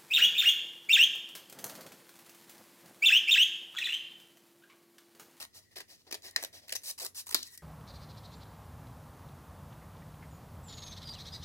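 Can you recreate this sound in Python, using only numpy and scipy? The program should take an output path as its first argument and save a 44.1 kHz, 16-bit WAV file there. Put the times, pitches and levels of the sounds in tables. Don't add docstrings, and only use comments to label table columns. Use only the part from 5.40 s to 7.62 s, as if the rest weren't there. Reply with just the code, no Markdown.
import sys
import numpy as np
from scipy import signal
from scipy.fft import rfft, irfft, next_fast_len
from scipy.io import wavfile
from scipy.ndimage import map_coordinates

SR = 44100
rng = np.random.default_rng(int(sys.argv[2]) if len(sys.argv) > 2 else 0)


def how_loud(loudness_db):
    steps = np.asarray(loudness_db, float) / 20
    return 10 ** steps


def materialize(psi):
    bounded = np.clip(np.atleast_2d(psi).T, -1, 1)
    quanta = np.round(bounded * 32767).astype(np.int16)
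    wavfile.write(sys.argv[1], SR, quanta)


N = 97990


def unit(x):
    return x / np.sqrt(np.mean(x ** 2) + 1e-20)


def along(points, hz):
    f, v = np.transpose(points)
    return np.interp(np.log(hz + 1), np.log(f + 1), v)


def held(rows):
    rows = np.array(rows)
    row = np.searchsorted(rows[:, 0], np.arange(N) / SR, "right") - 1
    return rows[np.clip(row, 0, None), 1:].T


def filtered(x, response):
    m = next_fast_len(N + 8192)
    return irfft(rfft(x, m) * response(np.fft.rfftfreq(m, 1 / SR)), m)[..., :N]


def resonant(peaks):
    def raw(f):
        total = 0
        for k, (hz, width_hz, db) in enumerate(peaks):
            damping = 1j * f * width_hz
            total = total + (-1) ** k * how_loud(db) * damping / (hz * hz - f * f + damping)
        return total

    return lambda f: raw(f) / np.sqrt(np.mean(abs(raw(f)) ** 2))


def wobble(rate_hz):
    knots = rng.standard_normal(int(N * rate_hz / SR) + 4)
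    return map_coordinates(knots, [np.arange(N) * rate_hz / SR])


def grit(spiky_db):
    size_db = spiky_db * (rng.exponential(size=N) / 2 + wobble(1500))
    return unit(rng.standard_normal(N) * how_loud(size_db))


def gate(start_s, length_s, rise_s, fall_s):
    out, a = np.zeros(N), max(round(start_s * SR), 0)
    t = np.arange(a, min(N, a + round((length_s + 12 * fall_s) * SR))) / SR - start_s
    release = np.exp(-np.clip(t - length_s, 0, None) / fall_s)
    out[a:a + len(t)] = np.clip(t / rise_s, 0, 1) ** 2 * release
    return out


# hz, density_db
TONE_COLOUR = [(30, -17.5), (90, -15.5), (200, -11), (400, -15.5), (1000, -34), (3000, -29), (5000, -23.5),
               (15000, -32.5)]
# hz, share
LIKENESS = [(60, 0.18), (250, 0.52), (600, 0.21), (5000, 0.078)]
# centre_hz, width_hz, level_db
HUM_BAND = (89, 21, -77)
WHISTLE_BAND = (1908, 180, -1.7)
# time_s, level_db
WHISTLE_CURVE = [(0, -83), (.2, -75), (.34, -70.5), (.45, -79), (.55, -78), (.66, -93), (.69, -66),
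                 (.76, -80), (.93, -63.5), (1.18, -71.5), (1.26, -100), (2.04, -77), (2.08, -64),
                 (2.22, -64.5)]
TONE_DB, HUM_STEADY_DB, WHISTLE_RIGHT_DB = -70.5, -81, -8.5


def room_tone():
    common, left, right, hum_noise, whistle_noise = rng.standard_normal((5, N))
    t = np.arange(N) / SR

    def colour(f):
        return how_loud(along(TONE_COLOUR, f))

    def share(f):
        return np.clip(along(LIKENESS, f), 0, 1)

    def narrow(x, hz, width_hz, db):
        return how_loud(db) * unit(filtered(x, lambda f: resonant([(hz, width_hz, 0)])(f) ** 2))

    broad = filtered(common, lambda f: colour(f) * np.sqrt(share(f)))
    broad = broad + filtered(np.array([left, right]), lambda f: colour(f) * np.sqrt(1 - share(f)))
    steady = np.sqrt(2) * np.sin(2 * np.pi * HUM_BAND[0] * t + 2.1 * wobble(7.84))
    hum = narrow(hum_noise, *HUM_BAND) + how_loud(HUM_STEADY_DB) * steady
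    side_hum = narrow(left, 92, 40, -85)
    whistle_db = np.interp(t, *np.transpose(WHISTLE_CURVE)) + 2.2 * wobble(40)
    whistle = narrow(whistle_noise, *WHISTLE_BAND) * how_loud(whistle_db)
    out = how_loud(TONE_DB) * unit(broad) + hum * how_loud([[-.7], [.7]])
    return out + np.outer([1, -1], side_hum) + whistle * how_loud([[0], [WHISTLE_RIGHT_DB]])


# centre_hz, width_hz, level_db
SHEET_PEAKS = [(383, 81, 0)]
PAPER_PEAKS = [(606, 260, 0)]
CREASE_PEAKS = [(1044, 470, 0)]
BLADE_PEAKS = [(1860, 320, 0)]
EDGE_PEAKS = [(3796, 100, 2), (5180, 1740, 6.5), (2820, 1620, -6.5)]
TWANG_PEAKS = [(6320, 245, 0)]
AIR_PEAKS = [(9900, 9460, 0), (12500, 7140, 0.041)]
# start_s, over_paper_db
SHEET_CURVE = [(0, -7.5), (.3, -1.5), (.64, 1.5), (.8, -1), (1.0, -16), (1.26, -21), (1.43, -21), (1.64, 3),
               (1.74, 6)]
# start_s, level_db
TWANG_CURVE = [(0, -50), (.7, -36), (1.0, -24), (1.345, -4), (1.43, -22), (1.55, -28), (1.74, -35)]


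def voiced(drive, paper_db, crease_db, ring_db, air_db):
    sheet_db = paper_db + held(SHEET_CURVE)[0]
    twang_db = held(TWANG_CURVE)[0]
    parts = [(SHEET_PEAKS, sheet_db), (PAPER_PEAKS, paper_db), (CREASE_PEAKS, crease_db),
             (BLADE_PEAKS, ring_db), (EDGE_PEAKS, 0), (TWANG_PEAKS, twang_db), (AIR_PEAKS, air_db)]
    return sum(filtered(drive * how_loud(db), resonant(peaks)) for peaks, db in parts)


# start_s, paper_db, crease_db, ring_db, air_db
STROKE_COLOUR = [(0, -19, -9, -12, -1.5), (.3, -12, -15.5, -8, -4), (.64, -2, -32, -15, -6.5),
                 (.708, -13.5, -22, -11.5, -4.5), (.8, -35, -34, -31, -10), (.87, -30, -30, -27, 1),
                 (1.0, -12, -26, -9, -2), (1.26, -13, -29, -8.5, -3), (1.345, -17, -19.5, -14, -1),
                 (1.55, -34, -14, -21, -1), (1.612, -9, -22, -25, -0.5), (1.645, -23, -14, -17, 2.5),
                 (1.85, -29, -10.5, -19, 3), (1.92, -19.5, -10, -12, -1.5), (2.0, -43, -37, -26, -6.5),
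                 (2.17, -47, -47, -27, 2.5)]
# start_s, length_s, level_db
BITES = [(.001, 0.0029, -46), (.005, 0.0021, -43), (0.011, 0.0098, -46.5), (0.021, 0.0088, -44),
         (.039, 0.0017, -49), (0.05, 0.0021, -47), (0.33, 0.0016, -64.5), (0.359, 0.0059, -48),
         (0.366, 0.0058, -46), (.372, 0.0024, -45.5), (0.378, 0.0036, -46.5), (0.383, 0.004, -45.5),
         (0.402, 0.0023, -47.5), (0.404, 0.0056, -46), (0.415, 0.0015, -50), (0.7108, 0.0041, -40.5),
         (0.724, 0.0023, -36), (0.7259, 0.0028, -36), (0.7304, 0.00033, -39.5), (0.731, 0.0014, -40),
         (0.742, 0.003, -37), (0.7476, 0.0023, -38), (.752, 0.0015, -39), (0.821, 0.0013, -49.5),
         (0.91, 0.0023, -51.5), (1.025, 0.0019, -39.5), (1.0275, 0.0029, -37.5),
         (1.0368, 0.0011, -31), (1.047, 0.0026, -34),
         (1.28, 0.0056, -49), (1.292, 0.0046, -43), (1.3027, 0.0013, -43), (1.307, 0.00084, -47),
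               (1.311, 0.0023, -48.5), (1.321, 0.0066, -32), (1.329, 0.0055, -47), (1.334, 0.0048, -44.5),
               (1.35, 0.015, -36), (1.362, 0.0052, -57), (1.418, 0.0016, -56.5), (1.424, 0.0027, -58),
               (1.577, 0.0098, -49), (1.587, 0.004, -41.5), (1.596, 0.014, -41.5), (1.615, 0.017, -42.5),
               (1.634, 0.0033, -47), (1.647, 0.00091, -62), (1.648, 0.00095, -34), (1.651, 0.0066, -44.5),
               (1.658, 0.0046, -42.5), (1.663, 0.0032, -39.5), (1.867, 0.0066, -46), (1.877, 0.0066, -52),
               (1.89, 0.005, -44), (1.897, 0.00093, -57), (1.906, 0.0056, -45.5), (1.911, 0.002, -39),
               (1.919, 0.019, -45), (1.927, .001, -47), (1.9481, 0.0025, -28.5), (1.953, 0.00047, -36),
               (1.9552, 0.00033, -31.5), (1.96, 0.00091, -52), (2.028, 0.0036, -36), (2.067, 0.0033, -49),
               (2.073, 0.003, -53), (2.175, 0.0047, -47)]
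# start_s, length_s, level_db
SHEARING = [(0, 0.045, -52), (0.311, 0.03, -68), (0.357, 0.059, -53.5), (0.649, 0.0095, -76),
            (0.667, 0.028, -63), (0.709, 0.037, -54), (0.997, 0.042, -54), (1.275, 0.056, -62),
            (1.602, 0.065, -48), (1.862, 0.055, -58.5), (1.945, .06, -56)]
RISE_S, FALL_S = 0.0017, 0.0071
BITE_RISE_SHARE, BITE_FALL_S = 0.17, 0.00096
TEAR_SPIKY_DB, SHEAR_SPIKY_DB = 2.6, 1.5


def cutting():
    fibres, bites = grit(TEAR_SPIKY_DB), 0
    for start_s, length_s, db in BITES:
        grip = gate(start_s, length_s, min(BITE_RISE_SHARE * length_s, .003), BITE_FALL_S)
        bite = grip * fibres
        bites = bites + how_loud(db) * bite * np.linalg.norm(grip) / np.linalg.norm(bite)
    press = sum(how_loud(db) * gate(start_s - RISE_S, length_s, RISE_S, FALL_S)
                for start_s, length_s, db in SHEARING)
    shear = press * grit(SHEAR_SPIKY_DB) * how_loud(0.5 * wobble(120))
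    return voiced(bites + shear, *held(STROKE_COLOUR))


# start_s, length_s, level_db, paper_db, air_db
OPENING_SLIDES = [(0.127, 0.033, -60.5, -26, -11), (0.145, 0.056, -54, -15.5, -2),
                  (0.205, 0.059, -69.5, -25, -3), (0.477, 0.086, -55.5, -14, -3.5),
                  (0.57, 0.052, -66.5, -25, -7), (.826, 0.074, -48, -13.5, -3),
                  (0.913, 0.068, -73, -2, -17), (1.126, 0.075, -52.5, -10, -4), (1.215, 0.059, -63, -5, -7),
                  (1.432, 0.084, -40, -23, 0), (1.745, 0.072, -42.5, -48, 0.5),
                  (2.034, 0.058, -56, -39, 0.5), (2.099, 0.064, -58, -36, 3)]
# peak_at_share, start_db, crease_db, ring_db
OPENING_SHAPES = [(0.78, -11, -18, -20), (0.53, -13, -20.5, -22), (.44, -12, -12, -15),
                  (0.33, -17, -30, -14), (0.99, -9, -15, -19), (0.47, -14, -26, -10.5), (0.56, -8, -11, -4),
                  (0.19, -12, -41, -12), (0.32, -8, -41, -14), (0.96, -10.5, -27.5, -23),
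                  (0.69, -12, -22.5, -24), (0.65, -15, -19.5, -15), (0.82, -11, -20, -14)]
END_DB, SLIDE_SPIKY_DB, FLUTTER_DB = -8.5, .7, 0.38


def opening():
    t, press, colours = np.arange(N) / SR, 0, []
    for slide, shape in zip(OPENING_SLIDES, OPENING_SHAPES):
        start_s, length_s, db = slide[:3]
        peak_share, start_db, crease_db, ring_db = shape
        peak_s = start_s + np.clip(peak_share, .05, .95) * length_s
        off_peak = np.interp(t, [start_s, peak_s, start_s + length_s], [1, 0, 1])
        swell_db = np.where(t < peak_s, start_db, END_DB) * off_peak ** 2
        press = press + how_loud(db + swell_db) * gate(start_s, length_s, RISE_S, FALL_S)
        colours.append((start_s, slide[3], crease_db, ring_db, slide[4]))
    rub = press * grit(SLIDE_SPIKY_DB) * how_loud(FLUTTER_DB * wobble(90))
    return voiced(rub, *held(colours))


# time_s, level_db
CLACK_TIMES = [
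    (0.9611, -17.5),
    (1.9455, -10),
]
# pitch_hz, level_db, t60_s
BLADE_MODES = [
    [(1875, 0.5, 0.013), (4100, -3, 0.016), (5040, 4.5, 0.008), (6180, -3, 0.012), (7570, -11.5, 0.0087),
     (564, -16.5, 0.01), (1080, -17, 0.018)],
    [(4600, 20.5, 0.0021), (1280, -22.5, 0.014), (1570, -11.5, 0.0056), (2170, -17.5, 0.008),
     (292, -25.5, 0.034), (7140, -17, 0.0076), (10860, -8, 0.0067)],
]
# rise_s, length_s, level_db, centre_hz
CRACKS = [
    (0.00093, 0.0037, -10, 4100),
    (0.00082, 0.0013, -7, 8600),
]
# (centre_hz, width_hz, level_db)
SHIVERS = [
    (-44.5, 0.27, [(2130, 210, -3.5), (5340, 3700, -14.5), (515, 380, -5.5)]),
    (-35.5, 0.3, [(4150, 780, 5.5), (9000, 8400, -49), (285, 74, -1.5)]),
]


def clacks():
    out, t = np.zeros(N + SR), np.arange(SR // 8) / SR
    for (at_s, db), modes, burst, shiver in zip(CLACK_TIMES, BLADE_MODES, CRACKS, SHIVERS):
        rise_s, length_s, crack_db, crack_hz = burst
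        shiver_db, shiver_t60_s, bands = shiver
        ring = 0
        for hz, mode_db, t60_s in modes:
            ring = ring + how_loud(mode_db - 60 * t / t60_s) * np.sin(2 * np.pi * (hz * t + rng.random()))
        out[round(at_s * SR):][:len(t)] += how_loud(db + 3.5) * ring * (1 - np.exp(-(t / rise_s) ** 2))
        crack = gate(at_s - rise_s / 2, rise_s, rise_s, length_s) * rng.standard_normal(N)
        out[:N] += how_loud(db + crack_db) * filtered(crack, resonant([(crack_hz, crack_hz, 0)]))
        rattle = gate(at_s, 0.0012, 0.001, shiver_t60_s / np.log(1000)) * grit(1.4)
        out[:N] += how_loud(shiver_db) * filtered(rattle, resonant(bands))
    return out[:N]


BOX_T60_S = .007


def box_echoes():
    n = 400
    h = rng.standard_normal((2, n)) * how_loud(-60 * np.arange(n) / SR / BOX_T60_S)
    return h / np.linalg.norm(h, axis=1, keepdims=True)


# hz, t60_s
ROOM_DECAY = [(300, 0.2), (1500, .2), (4500, 0.12), (10000, 0.15)]


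def room_tail():
    hz, t, z = signal.stft(rng.standard_normal((2, 14000)), SR, nperseg=64)
    t60_s = along(ROOM_DECAY, hz)[:, None]
    h = signal.istft(z * how_loud(-60 * t / t60_s), SR, nperseg=64)[1]
    return h / np.linalg.norm(h, axis=1, keepdims=True)


def add_echoes(out, send, step, db, echo, wait):
    for a in range(0, N - wait, step):
        wet = signal.fftconvolve(send[None, a:a + step], how_loud(db) * echo(), axes=1)[:, :N - a - wait]
        out[:, a + wait:a + wait + wet.shape[1]] += wet


# hz, level_db
PORT_TILT = [(250, -3.5), (500, 2), (1900, 0.5), (2900, -3.5), (3600, 2.5), (4500, 4.5), (6000, 1.5),
             (8500, -2.5), (13000, -0.5)]
# centre_hz, width_hz, level_db
WIDE_PEAKS = [(9400, 6900, 0)]
WIDE_HZ, WIDE_DB, KEPT_SHARE = 7340, 2.5, 0.53
LAG_S = 6 / 44100
LOW_CUT_HZ, BOX_CUT_HZ = 200, 1200
BOX_DB, ROOM_DB = -4, -9


def space(x, to_room):
    def high(f):
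        return 1 / (1 + (WIDE_HZ / (f + 1)) ** 6)

    near = filtered(x, lambda f: 1 - (1 - KEPT_SHARE) * high(f))
    late = filtered(near, lambda f: np.exp(-2j * np.pi * f * LAG_S))
    out = np.array([near, late])
    spread = filtered(x, high) * np.sign(rng.standard_normal((2, N)))
    out += how_loud(WIDE_DB) * filtered(spread, lambda f: high(f) * resonant(WIDE_PEAKS)(f))
    treble = filtered(x, lambda f: 1j * f / (BOX_CUT_HZ + 1j * f))
    add_echoes(out, treble, 220, BOX_DB, box_echoes, 8)
    add_echoes(out, to_room, 2500, ROOM_DB, room_tail, 200)

    def ports(f):
        low_cut = (1j * f / (LOW_CUT_HZ + 1j * f)) ** 2
        return low_cut * how_loud(np.outer([.5, -.5], along(PORT_TILT, f)))

    return filtered(out, ports)


CLACK_ROOM_DB = -2.5


def scene():
    strokes, steel = cutting() + opening(), clacks()
    return space(strokes + steel, strokes + how_loud(CLACK_ROOM_DB) * steel) + room_tone()


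def top_cut(x):
    return signal.sosfilt(signal.butter(12, 17010, fs=SR, output="sos"), x)


TOP_HZ, EDGE_HZ = 15900, 16900


def record(dry):
    mix = filtered(dry, lambda f: np.where(f < TOP_HZ, 1, 0.028 * (f < EDGE_HZ)))
    return top_cut(mix)


dry = scene()
out = record(dry)
materialize(out)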